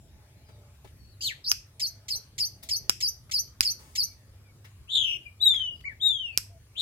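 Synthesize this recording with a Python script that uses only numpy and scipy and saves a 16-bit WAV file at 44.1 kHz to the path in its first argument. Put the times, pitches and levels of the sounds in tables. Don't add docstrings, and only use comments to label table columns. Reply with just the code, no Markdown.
import sys
import numpy as np
from scipy import signal
from scipy.fft import rfft, irfft, next_fast_len
from scipy.io import wavfile
from scipy.ndimage import uniform_filter1d

SR = 44100
rng = np.random.default_rng(int(sys.argv[2]) if len(sys.argv) > 2 else 0)


def master_out(mix):
    frames = np.transpose(np.atleast_2d(mix))
    ceiling = np.clip(frames, -1, 1)
    pcm = np.round(ceiling * 32767).astype(np.int16)
    wavfile.write(sys.argv[1], SR, pcm)


def invert_db(x):
    u = np.asarray(x, float) / 20
    return 10 ** u


N = 300321


def evened(x):
    return x / np.sqrt(np.mean(x ** 2) + 1e-20)


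def read(points, hz):
    f, value = np.transpose(points)
    return np.interp(np.log(hz + 1), np.log(f + 1), value)


def add(mix, start_s, sound):
    part = mix[round(start_s * SR):][:len(sound)]
    part += sound[:len(part)]


def resonate(x, hz, width_hz):
    turn = np.exp(2j * np.pi * hz * np.arange(len(x)) / SR)
    r = np.exp(-np.pi * width_hz / SR)
    return 2 * (turn * signal.lfilter([1 - r], [1, -r], x / turn)).real


def resonate_twice(x, hz, width_hz):
    return resonate(resonate(x, hz, width_hz), hz, width_hz)


def wobble(size, hz):
    lowpass = signal.butter(4, 2 * hz / SR, output="sos")
    return evened(signal.sosfilt(lowpass, rng.standard_normal(size + 500))[500:])


# frequency in Hz, level in dB per Hz.
AIR_SPECTRUM = [(24, -36.5), (40, -2.5), (64, -4), (121, -11), (269, -20), (392, -20.5), (444, -24),
                (663, -27.5), (873, -31), (2320, -30.5), (2700, -33), (5180, -33), (7360, -37),
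                (11600, -36), (16000, -45)]
# frequency in Hz, correlation from -1 to 1.
AIR_LIKENESS = [(60, 1), (180, 0.9804), (550, 0.82), (1650, 0.2358), (4970, -0.54), (15000, 0.3101)]
# frequency in Hz, left minus right in dB.
AIR_BALANCE = [(60, -0.5), (180, 1.5), (550, -2.5), (1650, 3.5), (4970, 2), (15000, 1.5)]
# frequency in Hz, width in Hz, level in dB.
ENGINES = [
    (73.3, 42, -58.5),
    (100.24, 6.7, -58),
    (125.32, 24, -62.5),
]


def air():
    hz = np.fft.rfftfreq(1024, 1 / SR)
    a, b, c, d, patches = rng.standard_normal((N // 256 + 5, 513, 5)).T
    patches = evened(uniform_filter1d(uniform_filter1d(patches, 10, 0), 16, 1))
    same = np.clip(read([(35, 1.0)] + AIR_LIKENESS, hz), -1, .9)[:, None]
    left = a + 1j * b
    right = same * left + np.sqrt(1 - same ** 2) * (c + 1j * d)
    balance = invert_db(read(AIR_BALANCE, hz) / 2)[:, None]
    level = invert_db(read(AIR_SPECTRUM, hz)[:, None] + 2.8428 * patches)
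    z = np.array([left * balance, right / balance]) * level
    wash = invert_db(-56) * evened(signal.istft(z, nperseg=1024, noverlap=768)[1][:, :N])
    hum = sum(invert_db(db) * evened(resonate_twice(rng.standard_normal(N), f, width_hz)) for f, width_hz, db in ENGINES)
    return wash + hum


def glide(length_s, db, first_hz, last_hz):
    hz = np.linspace(first_hz, last_hz, round(length_s * SR))
    hz = hz * (1 + 0.01616 * wobble(len(hz), hz=57))
    return invert_db(db) * np.sin(2 * np.pi * np.cumsum(hz) / SR) * signal.windows.tukey(len(hz), .5)


# start in seconds, length in seconds, level in dB, pitch in Hz.
DOVE_COOS = [
    (.02, 0.06286, -64, 698.4),
    (.211, 0.4844, -73, 699.4),
    (.501, 0.2615, -69, 600),
    (1.81, 0.273, -71, 683),
    (2.601, 0.1224, -66, 682.9),
    (4.28, 0.4848, -73, 538.3),
    (6.486, .11, -58, 697),
    (6.767, 0.0441, -62, 675.9),
]
# middle in seconds, spread in seconds, rise over the murmur in dB.
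DOVE_BOUTS = [
    (.45, .4, 12),
    (2.05, .12, 4),
    (2.67, .2, 10.5),
    (3.9, .15, 0.5),
    (6.5, .3, -7.5),
]


def doves():
    out = np.zeros(N)
    for start_s, length_s, db, hz in DOVE_COOS:
        add(out, start_s, glide(length_s, db, hz, 0.95475 * hz))
    t = np.arange(N) / SR
    bouts_db = sum(db * np.exp(-((t - s) / spread_s) ** 2) for s, spread_s, db in DOVE_BOUTS)
    murmur_db = -81 + bouts_db + 3 * wobble(N, hz=3.9)
    return out + invert_db(murmur_db) * evened(resonate_twice(rng.standard_normal(N), 660, 390))


# start in seconds, length in seconds, level in dB, first pitch in Hz, last pitch in Hz.
FAR_NOTES = [
    (0.344, 0.0992, -73, 4250, 4050),
    (0.426, 0.1561, -72, 5100, 4550),
    (0.967, 0.1808, -65.5, 4400, 4520),
    (1.117, 0.03209, -62.5, 4350, 3900),
    (4.032, 0.12102, -68, 2350, 2250),
    (4.42, 0.10005, -67, 2500, 2150),
    (5.7, 0.18, -69.5, 5150, 4450),
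    (6.233, 0.03004, -68, 4250, 4450),
    (6.301, 0.091, -67, 4550, 4350),
]


def far_birds():
    out = np.zeros(N)
    for start_s, *note in FAR_NOTES:
        add(out, start_s, glide(*note))
    return out


# start in seconds, level in dB, decay length in seconds, centre in Hz.
TICK_EVENTS = [(0.484, -59, 0.01994, 1555), (0.491, -52.5, 0.01052, 300), (0.845, -46.5, 0.01187, 350.5),
               (2.797, -53.5, 0.1292, 45), (0.747, -64.5, 0.01059, 2976), (0.847, -62.5, 0.01309, 1150),
               (0.871, -58.5, 0.01088, 2500), (2.148, -58, 0.04305, 482.9), (2.626, -50.5, 0.0284, 4170),
               (2.63, -41, 0.00805, 11260), (3.788, -59.5, 0.2103, 7430), (3.295, -46.5, 0.003635, 1624),
               (3.788, -61.5, 0.1736, 935.2), (4.645, -49, 0.01456, 2000), (5.539, -39, 0.004579, 1840),
               (5.552, -47, 0.014, 3480), (5.589, -50.5, 0.0085, 1850), (5.61, -57.5, .003, 1880),
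               (5.617, -56, 0.0037, 1717), (5.635, -53.5, 0.0071, 1800), (5.805, -49.5, 0.003, 2500)]


def ticks():
    out = np.zeros(N)
    for start_s, db, length_s, hz in TICK_EVENTS:
        t = np.arange(round(3 * length_s * SR)) / SR
        noise = evened(resonate(rng.standard_normal(len(t)), hz, 0.68 * hz))
        add(out, start_s, invert_db(db) * noise * np.exp(-t / length_s))
    return out


def small_sounds():
    out = doves() + far_birds() + ticks()
    return np.array([invert_db(-1.0) * np.roll(out, 9), invert_db(-5.0) * out])


# frequency in Hz, gain in dB.
BEAK_GAIN = [(1500, -5), (4000, -3.5), (7000, -1.5), (9500, -7), (10600, -10.5), (12000, 9.5),
             (14500, -3.5), (16500, -11)]


def voice(rows, overtones_db, fade=0.09):
    s, *columns = np.transpose(rows)
    t = np.arange(s[0], s[-1], 1 / SR)
    effort_db, hz, rough = (np.interp(t, s, c) for c in columns)
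    rough = np.clip(rough, 0, .3)
    throb = np.cos(2 * np.pi * np.cumsum(260 * (1 + 0.32 * wobble(len(t), hz=115.77))) / SR)
    dip = (throb - .3) * (1 + 0.27 * np.tanh(wobble(len(t), hz=84.52)))
    turns = np.cumsum(hz * (1 + rough * dip + 0.0033 * wobble(len(t), hz=150.2))) / SR
    strength = invert_db(effort_db + 1.5) * (1 + np.minimum(5.9 * rough, .6) * wobble(len(t), hz=300))
    slack_db = fade * (effort_db - effort_db.max())
    stack = 0
    for k, db in enumerate(overtones_db, 1):
        level = invert_db(db + (k > 1) * slack_db + read(BEAK_GAIN, k * hz)) * (k * hz < 17000)
        stack = stack + level * np.sin(2 * np.pi * k * turns)
    return s[0], strength * stack * signal.windows.tukey(len(t), min(1, 120 / len(t)))


def curve_note(curve, rough, overtones_db):
    return voice([(*row, rough) for row in curve], overtones_db)


# time in seconds, effort in dB, pitch in Hz.
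PLUNGE_CURVE = [(1.207, -37.5, 4867), (1.225, -35, 4810), (1.262, -25, 4270), (1.275, -25, 3744),
                (1.295, -34.5, 2500), (1.315, -34.5, 1897), (1.33, -49, 1579)]
UNDER_CURVE = [(1.207, -41.5, 2743), (1.222, -44.5, 3306), (1.255, -41, 3043), (1.272, -47.5, 3543)]
HOARSE_CURVE = [(1.207, -50, 2300), (1.265, -47.5, 2472), (1.3, -58, 2144)]
CLIMB_CURVE = [(1.441, -30.5, 5512), (1.449, -38.5, 4280), (1.466, -30, 4951), (1.482, -22.5, 5100),
               (1.488, -26.5, 6083), (1.515, -28.5, 6100)]
CLEAR_STACK_DB = [-1, -19.5, -23, -47, -36.5]
HOARSE_STACK_DB = [-20.5, 5, 5.5, -5, -10.5, -16]


def opening_notes():
    return [curve_note(PLUNGE_CURVE, .025, CLEAR_STACK_DB), curve_note(UNDER_CURVE, .04, CLEAR_STACK_DB),
            curve_note(HOARSE_CURVE, .14, HOARSE_STACK_DB), curve_note(CLIMB_CURVE, .075, CLEAR_STACK_DB)]


# start in seconds, peak in dB, bass in dB, bass frequency in Hz, treble in dB.
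SNAP_EVENTS = [
    (1.5153, -7, -31.5, 700, -3.5),
    (2.8948, -7.5, -30.5, 276.6, -2),
    (3.6069, -6.5, -23.5, 703.2, -0.5),
    (6.3746, -8, -22.5, 700, 4.5),
]
# frequency in Hz, width in Hz, level in dB.
SNAP_MODES = [(1380.2, 890, -12), (2500, 780, -6), (5150, 1164.8, 1.5), (8402.7, 2200, -9),
              (11601, 2100, -7.5), (14563, 2500, -16.5)]


def snaps():
    out, t = np.zeros((2, N)), np.arange(600) / SR
    for start_s, peak_db, bass_db, bass_hz, treble_db in SNAP_EVENTS:
        shared, *own = rng.standard_normal((3, len(t)))
        push = np.sin(2 * np.pi * bass_hz * t) * np.exp(-t * bass_hz / 0.22)
        for port, late_s, noise in zip(out, (.0003, 0), own):
            cluster = np.exp(-((t - .0009) / 0.00028988) ** 2)
            cracks = (t == t[30]) + (0.32557 * shared + 0.2544 * noise) * cluster
            ring = invert_db(-13.5 + treble_db / 2) * evened(cracks)
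            for k, (hz, width_hz, db) in enumerate(SNAP_MODES):
                mode_db = db - 2.5 * (2000 < hz < 3500) + treble_db * (hz > 7000)
                ring += (-1) ** k * invert_db(mode_db) * evened(resonate_twice(cracks, hz, width_hz))
            add(port, start_s + late_s, invert_db(peak_db + 9.5) * (ring / abs(ring).max() + invert_db(bass_db) * push))
    return out


# start in seconds, effort in dB, delay of the trough in seconds, trough in Hz, upswing in dB.
CHIP_EVENTS = [
    (1.796, -21.5, 0.06047, 4221, -8),
    (2.082, -22.5, 0.06289, 4065, -6.5),
    (2.38, -19.5, 0.06057, 4404, -7),
    (2.688, -20.5, 0.063007, 4329, -5.5),
    (3.004, -20, 0.063574, 4566, -3.5),
    (3.312, -19.5, 0.067215, 4369, -3),
    (3.625, -19, 0.066904, 4309, -5.5),
    (3.952, -19, 0.069525, 4257, -5),
]
RASP_STACK_DB = [-35.5, -3.5, -2, 0.5, -2, -1.5, -1, -27, -8, -22, -28, -14]
SLIDE_STACK_DB = [-4, -16.5, -28.5]


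def chip(s, db, trough_s, trough_hz, up_db):
    rasp_db, rasp_hz = db - 16.5, 974.2
    rasp = [(s, rasp_db, 1.4 * rasp_hz, .03),
            (s + 0.0053, rasp_db, rasp_hz, .02),
            (s + 0.014, rasp_db - 8.5, 1.4 * rasp_hz, .03),
            (s + 0.033, rasp_db - 11.0, 1.5 * rasp_hz, .05)]
    crest_hz, top_hz, rough = 5306.7, 6100, .03
    low = s + trough_s
    crest, top = low - .042, low + .015
    slide = [(crest - .005, db - 10.5, crest_hz, rough),
             (crest, db - 3.5, crest_hz, rough),
             (low - .024, db, .45 * crest_hz + .55 * trough_hz + 60, 0.45 * rough),
             (low, db - 4.5, trough_hz, 0.6 * rough),
             (top - .007, db + up_db, .87 * top_hz, 1.9 * rough),
             (top, db + up_db - .5, top_hz, rough),
             (top + 0.02322, db + up_db - 18.5, .99 * top_hz, rough)]
    return [voice(rasp, RASP_STACK_DB), voice(slide, SLIDE_STACK_DB)]


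def slur(s, db, top_hz, rest_hz, hold_s, flat, scoop_s, length, sag_hz_per_s, start_db, scooped_db, swell_s,
         fade_db, fade_s, release_s, release_db, last_push_db, rough):
    t = np.arange(0, length, .002)
    scoop = flat + (1 - flat) * np.sin(np.pi / 2 * np.minimum(t / scoop_s, 1))
    sagging_hz = top_hz - sag_hz_per_s * np.maximum(t - scoop_s - hold_s, 0)
    hz = scoop * np.maximum(sagging_hz, rest_hz - 1100 * (t - .27))
    effort_db = np.interp(t, [0, 0.6041 * scoop_s, swell_s, length - release_s, length],
                          [start_db, scooped_db, 0, 0, release_db])
    effort_db += fade_db * (1 - np.exp(-np.maximum(t - swell_s, 0) / fade_s))
    effort_db += last_push_db * np.exp(-((t - length + release_s + .02) / .035) ** 2)
    return np.transpose([s + t, db + effort_db, hz, rough + 0 * t])


# start in seconds, peak effort in dB, top in Hz, resting pitch in Hz, hold at the top in s.
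RATTLE_EVENTS = [
    (4.874, -23, 3674, 2888, .045),
    (6.749, -20.5, 3771, 2850, .045),
]
RATTLE_SLUR = dict(flat=.67, scoop_s=0.044, length=0.29502, sag_hz_per_s=6100, start_db=-42, scooped_db=-17, swell_s=0.0866, fade_db=-16.5, fade_s=0.12076, release_s=0.025, release_db=-5, last_push_db=1.5, rough=.057)
RATTLE_STACK_DB = [4, -18, -24, -40, -28.5]


def rattles():
    return [voice(slur(*row, **RATTLE_SLUR), RATTLE_STACK_DB) for row in RATTLE_EVENTS]


# time in seconds, effort in dB, pitch in Hz.
PEEP_CURVE = [(5.25, -56.5, 2427), (5.265, -34, 2433), (5.293, -55, 2280)]
SOFT_CURVE = [(5.84, -43.5, 964.1), (5.855, -30.5, 1151), (5.875, -31, 1137), (5.93, -50, 816.4)]
PEEP_STACK_DB = [-4, -33, -52]
SOFT_STACK_DB = [-33, -1, -39.5, -33, -41.5, -41.5]


def soft_notes():
    return [curve_note(PEEP_CURVE, .004, PEEP_STACK_DB), curve_note(SOFT_CURVE, .006, SOFT_STACK_DB)]


# start in seconds, peak effort in dB, top in Hz, resting pitch in Hz, hold at the top in s.
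WHISTLE_EVENTS = [
    (5.397, -14, 3952, 2971, 0.0039),
    (5.998, -18, 3771, 2380, .035),
]
WHISTLE_SLUR = dict(flat=.83, scoop_s=.03, length=0.36894, sag_hz_per_s=4700, start_db=-35.5, scooped_db=-10.5, swell_s=0.077407, fade_db=-27, fade_s=0.12148, release_s=0.083, release_db=-13, last_push_db=6, rough=0.0053)
WHISTLE_STACK_DB = [0.5, -22.5, -26, -52.5]


def whistles():
    return [voice(slur(*row, **WHISTLE_SLUR), WHISTLE_STACK_DB, fade=0.46) for row in WHISTLE_EVENTS]


def bird():
    notes = opening_notes()
    for row in CHIP_EVENTS:
        notes += chip(*row)
    notes += rattles() + soft_notes() + whistles()
    out = np.zeros(N)
    for start_s, sound in notes:
        add(out, start_s, sound)
    return out


def ports(x, balance):
    lag_s, turn_rad = 0.00033209, 3.1404
    size = next_fast_len(N + 999)
    hz = np.fft.rfftfreq(size, 1 / SR)
    half = invert_db(read(balance, hz) / 2) * np.exp(.5j * (turn_rad - 2 * np.pi * hz * lag_s))
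    return irfft(rfft(x, size) * np.array([half, 1 / half]), size)[:, :N]


# frequency in Hz, time to fall 60 dB in seconds.
GARDEN_T60 = [(200, 0.027), (1000, 0.033), (2500, 0.32683), (5000, 0.26998), (9000, 0.29), (15000, 0.17)]


def garden(x, walls, tail_db):
    taps = np.zeros((2, SR // 2))
    at = np.arange(100, SR // 2 - 20, 20) + rng.integers(0, 20, (2, (SR // 2 - 101) // 20))
    np.put_along_axis(taps, at, rng.choice([-1., 1.], at.shape), 1)
    hz, t, z = signal.stft(taps, SR, nperseg=256)
    decay = invert_db(-60 * t / read(GARDEN_T60, hz)[:, None])
    tail = signal.istft(z * decay, SR, nperseg=256)[1]
    tail *= invert_db(tail_db) / np.linalg.norm(tail[0])
    for s, db in walls:
        at = np.round(s * SR * rng.uniform(.93, 1.07, 2)).astype(int)
        tail[[0, 1], at] += invert_db(db) * rng.choice([-1, 1], 2)
    return x + signal.fftconvolve(x, tail, axes=1)[:, :N]


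# frequency in Hz, left minus right in dB.
EARLY_BALANCE = [(2100, 5), (4400, 2), (6000, 0), (12000, -0.5)]
LATE_BALANCE = [(2300, 7.2), (3900, 5.7066), (7000, 1), (15000, 2)]
# delay in seconds, level in dB.
WALL_ECHOES = [(.0045, 2), (.0068, -7.5), (0.0119, -21), (0.0144, -12.5), (.021, -19.5)]
SNAP_ECHOES = [(.0045, -24), (.0068, -18), (.0095, -22)]


def scene():
    song, moved = bird(), np.arange(N) > 4.5 * SR
    heard = ports(song * ~moved, EARLY_BALANCE) + ports(song * moved, LATE_BALANCE)
    near = garden(heard, WALL_ECHOES, tail_db=-7.5) + garden(snaps(), SNAP_ECHOES, tail_db=-18)
    return near + garden(small_sounds(), WALL_ECHOES, tail_db=-2.5) + air()


def starve(x, gap_db, spread_db, slope_db, ragged_db):
    z = signal.stft(x, nperseg=2048, noverlap=1024, window="cosine")[2]
    bands = (abs(z[:, :1024]) ** 2).reshape(2, 64, 16, -1).sum(2)
    index = np.arange(64)[:, None]
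    reach = invert_db(-2 * spread_db * np.minimum(abs(index - index.T), 14)) * (index.T > 4)
    masker = (reach[None, :, :, None] * bands[:, None]).max(2)
    allowed_db = gap_db + slope_db * np.maximum(index - 36, 0)
    allowed_db = allowed_db + ragged_db * rng.standard_normal(bands.shape[1:])
    kept = (bands > masker * invert_db(2 * allowed_db)) | (index < 9)
    z[:, :1024] *= np.repeat(kept, 16, axis=1)
    return signal.istft(z, nperseg=2048, noverlap=1024, window="cosine")[1][:, :N]


def band_limit(x):
    return signal.sosfilt(signal.butter(12, 16830, fs=SR, output="sos"), x)


def record(dry):
    bass_cut = signal.butter(4, 43, "high", fs=SR, output="sos")
    top_cut = signal.ellip(8, .5, 70, 16500, fs=SR, output="sos")
    heard = signal.sosfilt(np.vstack([bass_cut, top_cut]), .74 * np.tanh(dry / .74))
    heard = starve(heard, gap_db=-28, spread_db=1.55, slope_db=1, ragged_db=3)
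    return band_limit(heard)


dry = scene()
out = record(dry)
master_out(out)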